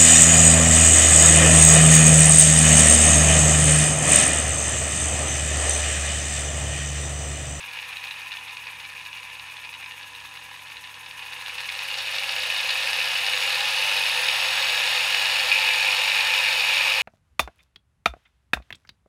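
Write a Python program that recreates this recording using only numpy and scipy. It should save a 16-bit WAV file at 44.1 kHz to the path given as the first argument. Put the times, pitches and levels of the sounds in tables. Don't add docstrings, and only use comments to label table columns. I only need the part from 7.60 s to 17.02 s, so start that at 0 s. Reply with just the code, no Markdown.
import sys
import numpy as np
from scipy import signal
from scipy.fft import rfft, irfft
from scipy.io import wavfile
from scipy.ndimage import uniform_filter1d

SR = 44100
rng = np.random.default_rng(int(sys.argv[2]) if len(sys.argv) > 2 else 0)


def to_wav(sig):
    pcm = np.clip(np.atleast_2d(sig), -1, 1) * 32767
    pcm = np.round(pcm).astype(np.int16)
    wavfile.write(sys.argv[1], SR, pcm.T)


N = 415422

RIPPLE_HZ = 99.9
FULL_TURNS = 43
START_TURN, LAY_RATIO = 0.24, 20 / 37


def amp(db):
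    return 10 ** (np.asarray(db) / 20)


def evened(x):
    return x / np.sqrt(np.mean(x ** 2) + 1e-20)


def hold_level(x, span=0.2):
    slow_power = abs(uniform_filter1d(x ** 2, round(span * SR)))
    return x / np.sqrt(slow_power + 1e-3 * np.mean(x ** 2))


def drift(hz):
    steps = rng.standard_normal(N // 64 + 2)
    step_hz = np.fft.rfftfreq(len(steps), 64 / SR)
    smooth = irfft(rfft(steps) * np.exp(-(step_hz / hz) ** 2), len(steps))
    return np.interp(np.arange(N) / 64, np.arange(len(steps)), evened(smooth))


def colour(x, broad, rings):
    hz = abs(np.fft.fftfreq(8192, 1 / SR))
    points_hz, points_db = np.transpose(broad)
    db = np.interp(np.log(hz + 1), np.log(points_hz), points_db)
    for centre, width, height_db in rings:
        db = db + height_db / (1 + (2 * (hz - centre) / width) ** 2)
    log_gain = np.log(amp(np.maximum(db, -100)))
    taps = np.fft.ifft(np.exp(log_gain - 1j * signal.hilbert(log_gain).imag)).real[:4096]
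    return signal.oaconvolve(x, taps / np.linalg.norm(taps))[:N]


def ticks(places, sizes):
    at = np.floor(places)[:, None] + np.arange(-15, 17)
    away = at - places[:, None]
    shape = np.sinc(away) * np.cos(np.pi * away / 34) ** 2
    slots = np.clip(at, 0, N).astype(int)
    return np.bincount(slots.ravel(), (shape * sizes[:, None]).ravel(), N + 1)[:N]


def grown(speed, law):
    full_db, tenfold_db, creep = law
    return amp(full_db + tenfold_db * np.log10(np.maximum(speed - creep, .3) / (FULL_TURNS - creep)))


# time in seconds, speed in turns a second before rounding off.
MOTOR_SPEED = [(0, 12.44), (0.4, 13.29), (0.8, 11.73), (1.5, 11.01), (2.8, 10.73), (3.43, 10.66),
               (3.85, 14.37), (4.8, 26.84), (5.25, 31.6), (5.7, 34.3), (6.2, 38.9), (6.7, 41.05),
               (7.4, 42.45), (8.1, 42.85), (9.42, 42.9)]


def motor_speed():
    speed = np.interp(np.arange(N) / SR, *np.transpose(MOTOR_SPEED))
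    return uniform_filter1d(speed, SR // 5, mode="nearest")


# place in turns, change of blow strength in dB at idle, the same at full speed, before each spot's weight.
UNEVEN_TEETH = [(0.98, 6, 5), (0.073, 7.5, -1), (0.168, 5.5, 1.5), (0.277, 7.5, 2.5), (0.448, -10.5, 3),
                (0.556, 6, 2.5), (0.755, -1, -1.5), (0.84, -18, 1)]
# ring in Hz, ring width in Hz, ring height in dB, spread of blow sizes in dB, share of smooth
# rolling noise (a plain factor), scatter time in seconds, weight of the uneven teeth (a plain factor),
# swell per spindle turn in dB (shrinks with speed), basic blows a second (speed, ripple and uneven teeth
# change it), crowding of blows on the ripple peaks in dB (below zero they thin out there),
# level in dB before the shared gains.
CONTACT_SPOTS = [(584, 120, 16, 2, 0.086, 0.026, 0.57, 13, 24, -0.5, -10.5),
                 (942, 1020, 10.5, 2, 0.56, 0.02, 0.4, 0.4, 300, 1, -0.5),
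                 (2553, 1670, 13.5, 2, 0.14, 0.02207, 0.9, -1.8, 280, 4, 0.5),
                 (3700, 1080, 11.5, 1.2, 0.095, 0.02, 0.81, 1.5, 160, 8, -1.5),
                 (4855, 2000, 11, 4.5, 0.032, 0.01496, 0.94, 1.5, 130, 8, -1.5)]
# pitch in Hz, relative level in dB.
HEAD_SLOW = [(240, -20), (400, -54), (480, -8.5), (556, -20), (968, 2), (1360, -2), (1650, 3), (2620, 8),
             (2810, 5), (3440, 2), (6000, -11), (7800, -38), (13200, -120)]
# pitch in Hz, relative level in dB.
HEAD_FAST = [(240, -34.5), (400, -32.5), (525, -10.5), (629, -16), (808, -13.5), (1340, -10), (2540, 1.5),
             (3150, -2), (3730, -3.5), (5180, -7), (6000, -15), (7800, -20), (13200, -120)]
# pitch in Hz, dB over the broad colour, before a small random change.
HEAD_RINGS = [(490, 7.5), (545, 5.5), (790, 8.5), (880, 3.5), (935, 1.5), (1270, 0.5), (1582, 1.5),
              (1690, 9), (1808, 8), (2024, 2.5), (2164, 3), (2304, 4.5), (2503, 7.5), (2571, 2.5),
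              (2630, 2), (2700, 5.5), (2820, 9), (2906, 8), (2993, 2), (3445, 3.5), (3692, 6.5),
              (3875, 3.5), (4069, 5), (4382, 6.5), (5254, 6), (5469, 1)]
RING_WIDTH_HZ, RING_WIDENING = 47, 0.34
RATTLE_LAW = (-22, 17.93, 7.7)


def gears(turns, speed, pace):
    t = np.arange(N) / SR
    lay = (turns - START_TURN) * LAY_RATIO
    uneven_db = np.zeros(N)
    for place, idle_db, full_db in UNEVEN_TEETH:
        turns_away = (lay - place + .5) % 1 - .5
        near = np.exp(-(turns_away / (0.018 + 0.032 * pace)) ** 2)
        uneven_db += (idle_db + (full_db - idle_db) * pace) * near
    ripple = np.cos(2 * np.pi * (RIPPLE_HZ * t - .83))
    ripple_db = (0.5 + 0.59 * pace) * ripple
    spindle = (1 - 0.24 * pace) * np.cos(2 * np.pi * (lay / 2 - .62))

    level = grown(speed, RATTLE_LAW)
    fast_share = np.clip(2.6 * pace, 0, 1)
    whine = mesh_whine(lay, level * fast_share)
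    knock_blows, knock_rings = knocks()
    out = np.zeros(N)
    for k, spot in enumerate(CONTACT_SPOTS):
        hz, width, height_db, spread_db, smooth, scatter_s, weight, swell_db, rate, crowd_db, level_db = spot
        rings = [(f, RING_WIDTH_HZ * (f / 2500) ** RING_WIDENING, db + 0.49 * rng.standard_normal())
                 for f, db in HEAD_RINGS]
        rings.append((hz, width, height_db))
        sizes = amp(spread_db * np.minimum(rng.exponential(1, N), 3))
        crowding = amp(0.7 * weight * uneven_db + crowd_db * (ripple - .4))
        blows_a_second = crowding * rate * (1 + 3.5 * pace ** 3)
        blows = sizes * (rng.random(N) < blows_a_second / SR)
        hard_db = weight * uneven_db + ripple_db + swell_db * spindle + 0.63 * drift(7.4)
        rattle = hold_level(amp(hard_db) * rng.choice([-1., 1.], N) * blows, span=0.19)
        hit = level * (0.52 * rattle + smooth * rng.standard_normal(N))
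        if k > 1:
            hit += amp(9.5) * knock_blows * (1.57 if k == 2 else 1)
        hit = amp(level_db) * scattered(hit, scatter_s)
        out += colour(hit * (1 - fast_share), HEAD_SLOW, rings)
        out += colour(hit * fast_share, HEAD_FAST, rings)
    out += whine
    return amp(-2.0) * (out + panel(out)) + knock_rings


def scattered(x, scatter_s):
    delay_s = scatter_s / 12 * np.minimum(rng.exponential(1, 129), 4)
    phase_turns = np.cumsum(np.interp(np.arange(2049) / 16, np.arange(129), delay_s)) * SR / 4096
    return signal.oaconvolve(x, irfft(np.exp(-2j * np.pi * phase_turns))[:1024])[:N]


# cycles per layshaft turn, relative level in dB, growth as a power of the speed (besides the rattle's).
MESH_TONES = [(37, -29, 20), (38, -23, 22), (42, -23, -1), (55, -21, 12)]


def mesh_whine(lay, gain):
    share = np.gradient(lay) / np.gradient(lay).max()
    whine = np.zeros(N)
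    for multiple, db, power in MESH_TONES:
        wavering = amp(db + 2 * drift(12))
        whine += share ** power * wavering * np.sin(2 * np.pi * multiple * lay + .4 * drift(20))
    broad = [(400, -30), (560, -4), (690, -9), (850, 0), (2500, -12)]  # Hz, dB
    return amp(-11) * colour(gain * whine, broad, [(885, 110, 8)])


# start in seconds, level in dB before the gains of blow and ring, ring pitch in Hz.
LOUD_KNOCKS = [(0.0825, -32, 3500), (0.16, -28, 2620), (0.188, -23, 3600), (0.226, -30, 3570),
               (0.3691, -26, 3900), (0.4283, -37, 3770), (0.5091, -22.5, 3850), (0.718, -23, 3470),
               (0.877, -29, 4160), (1.1983, -30, 3580), (1.529, -25, 3380), (1.63, -44, 3730),
               (1.797, -31, 3720), (1.9672, -27, 3470), (1.999, -42, 3580), (2.1385, -26.5, 3800),
               (2.3097, -27, 3640), (2.5492, -29.5, 3900), (3.0686, -33, 3540), (3.1682, -27, 3980),
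               (3.239, -29, 3700), (3.625, -32, 3560), (3.726, -40, 3700), (3.8109, -26, 4020),
               (3.861, -21.5, 3660), (3.982, -21, 3680), (4.0907, -19.5, 3570), (4.151, -24, 4000),
               (4.2416, -30, 4570), (4.341, -21, 4030), (4.382, -35, 3850), (4.4615, -21, 3580),
               (4.582, -20, 4280), (4.7636, -25, 3650), (4.8324, -33, 3600), (4.9914, -24, 3420),
               (5.03, -19, 3800), (5.0614, -18.5, 4100), (5.0927, -16, 3960), (5.3304, -17, 3640),
               (5.7335, -14, 3930), (5.901, -24, 3970), (6.4633, -17, 4130), (6.6847, -17, 3620),
               (7.7042, -15.5, 3620), (7.907, -30, 3600), (7.9152, -14, 3600), (8.1333, -23, 3700),
               (9.1237, -18, 3600)]
BOUNCE_DB, KNOCK_RING_DB, KNOCK_T60_S = -5.5, -5.5, 0.019


def knocks():
    at, db, hz = np.transpose(LOUD_KNOCKS)
    blows, ring, t = np.zeros(N), np.zeros(N + 2048), np.arange(2048) / SR
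    luck = rng.standard_normal((len(at), 2))
    for k, fall_db in enumerate((0, BOUNCE_DB)):
        size_db = db + fall_db + 1.9 * luck[:, k] * (k > 0)
        starts = at + k / RIPPLE_HZ
        blows += ticks(starts * SR, amp(size_db))
        for start, one_db, pitch in zip(starts, size_db, hz):
            decay = amp(one_db + KNOCK_RING_DB - 60 * t / KNOCK_T60_S)
            tone = np.minimum(t / .0008, 1) * decay * np.sin(2 * np.pi * pitch * t)
            part = ring[round(start * SR):][:len(t)]
            part += tone[:len(part)]
    high_pass = signal.butter(2, 1500, "high", fs=SR, output="sos")
    return signal.sosfilt(high_pass, blows), ring[:N]


# pitch in Hz, width in Hz, level in dB before its changing freedom to ring.
PANEL_RING = (2390, 156, -8.5)
HAND_ON_S, HAND_OFF_S, HAND_MOVE_S = 2.3, 7.895, 0.067
PANEL_FREE, PANEL_HELD = 2.8, 0.066
LET_GO, SETTLE_S = 3.3, 0.14


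def panel(x):
    t = np.arange(N) / SR
    hz, width, db = PANEL_RING
    held = uniform_filter1d(1. * (t > HAND_ON_S) * (t < HAND_OFF_S), round(HAND_MOVE_S * SR))
    lively = LET_GO * (t > HAND_OFF_S) * np.exp(-np.maximum(t - HAND_OFF_S, 0) / SETTLE_S)
    freedom = PANEL_HELD * held + (PANEL_FREE + lively) * (1 - held)
    return amp(db) * freedom * signal.lfilter(*signal.iirpeak(hz, hz / width, SR), x)


# pitch in Hz, relative level in dB.
BRUSH_COLOUR = [(3060, -52), (5200, 3), (5860, -6), (6870, -6.5), (7390, -9), (7990, 0), (9590, -6.5),
                (10400, -2.5), (15500, -6.5)]
# pitch in Hz, width in Hz, dB over the broad colour.
BRUSH_RINGS = [(6100, 440, 9), (6725, 510, 12), (8115, 64, 8.5), (8840, 280, 6.5), (9110, 180, 8),
               (9840, 280, 7), (10390, 820, 6.5), (11340, 220, 6.5), (12600, 560, 6), (14000, 150, 7)]
BARS = 32
BRUSH_LAW = (-39.5, 17.36, 6.07)


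def brushes(turns, speed, pace):
    count = np.arange(np.ceil(turns[0] * BARS), turns[-1] * BARS - 1)
    share = np.interp(count / BARS, turns, speed / FULL_TURNS)
    shake = np.interp(share ** 8, (0, 1), (0.1, 0.4))
    height, offset = rng.standard_normal((BARS, 2)).T
    wobble = .04 * np.sin(2 * np.pi * count / BARS)
    out = np.zeros(N)
    for side, sign, swell_db, top_hz, db in ((0, 1, 10.5, 19000, 0), (.5, -1, 9.0, 9300, -1.5)):
        bar = (count + side * BARS).astype(int) % BARS
        places = np.interp((count + .009 * offset[bar] + wobble) / BARS, turns, np.arange(N))
        places += shake * rng.standard_normal(len(count))
        sizes = (1 + .13 * height[bar]) * (1 + .2 * rng.standard_normal(len(count)))
        edge = ticks(places, sizes)
        scrape = rng.standard_normal(N) * (1.4 + np.exp(-(turns * BARS % 1)))
        once_a_turn = np.cos(2 * np.pi * (turns + side + .03))
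        lobe = (1 - .42 * pace ** 3) * (.5 + .5 * np.tanh(1.6 * (once_a_turn - .2)))
        ticking = hold_level(amp(swell_db * lobe + .8 * drift(30)) * edge)
        both = hold_level(ticking + 1.02 * evened(amp(6.8 * lobe) * scrape))
        low_pass = signal.butter(4, top_hz, fs=SR, output="sos")
        out += sign * amp(db) * signal.sosfilt(low_pass, both)
    return grown(speed, BRUSH_LAW) * colour(out, BRUSH_COLOUR, BRUSH_RINGS)


def room(x, t60=0.57):
    taps = np.zeros(SR // 2)
    at = np.arange(200, SR // 2 - 20, 20) + rng.integers(0, 20, (SR // 2 - 201) // 20)
    taps[at] = rng.choice([-1., 1.], len(at)) * amp(-60 * at / SR / t60)
    taps = signal.lfilter(*signal.butter(2, 6000, fs=SR), taps)
    return signal.oaconvolve(x, taps / np.linalg.norm(taps))[:N]


# pitch in Hz, relative level in dB.
RUMBLE_COLOUR = [(15, -64), (25, -35), (48, -9.5), (72, 4.5), (92, -25), (116, -6.5), (190, -4), (296, -10),
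                 (389, -11), (480, -4), (620, -3), (1060, -120)]
# middle pitch in Hz, middle level in dB (both waver).
FAINT_TONES = [(68, -75.5), (289, -74), (1000.7, -57)]
RUMBLE_DB, HUM_DB, SAG_DB = (-65, -61.5), (-65, -61.5), (-70, -61.5)
SAG_HZ = (144, 139.6)


def hums(speed):
    t, idle = np.arange(N) / SR, speed.min()

    def between(ends):
        return np.interp(speed, (idle, FULL_TURNS), ends)

    def tone(cycles, db, waver_db):
        level = np.sqrt(2) * amp(db + waver_db * drift(11))
        return level * np.sin(2 * np.pi * cycles + 1.05 * drift(1.7))

    out = tone(RIPPLE_HZ * t, between(HUM_DB), 1.2)
    out += tone(np.cumsum(between(SAG_HZ)) / SR, between(SAG_DB), 0.54)
    for hz, db in FAINT_TONES:
        out += tone(hz * t, db, 1.5)
    return out + amp(between(RUMBLE_DB)) * colour(rng.standard_normal(N), RUMBLE_COLOUR, [])


def scene():
    speed = motor_speed()
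    turns = START_TURN + np.cumsum(speed) / SR
    pace = np.clip((speed - 11.5) / 24, 0, 1)
    machine = gears(turns, speed, pace) + brushes(turns, speed, pace)
    return (machine + amp(-13.5) * room(machine) + hums(speed))[None]


def record(dry):
    taps = signal.firwin(1023, 15700, window=("kaiser", 10), fs=SR)
    return signal.oaconvolve(dry, taps[None], "same")


dry = scene()
out = record(dry)
to_wav(out)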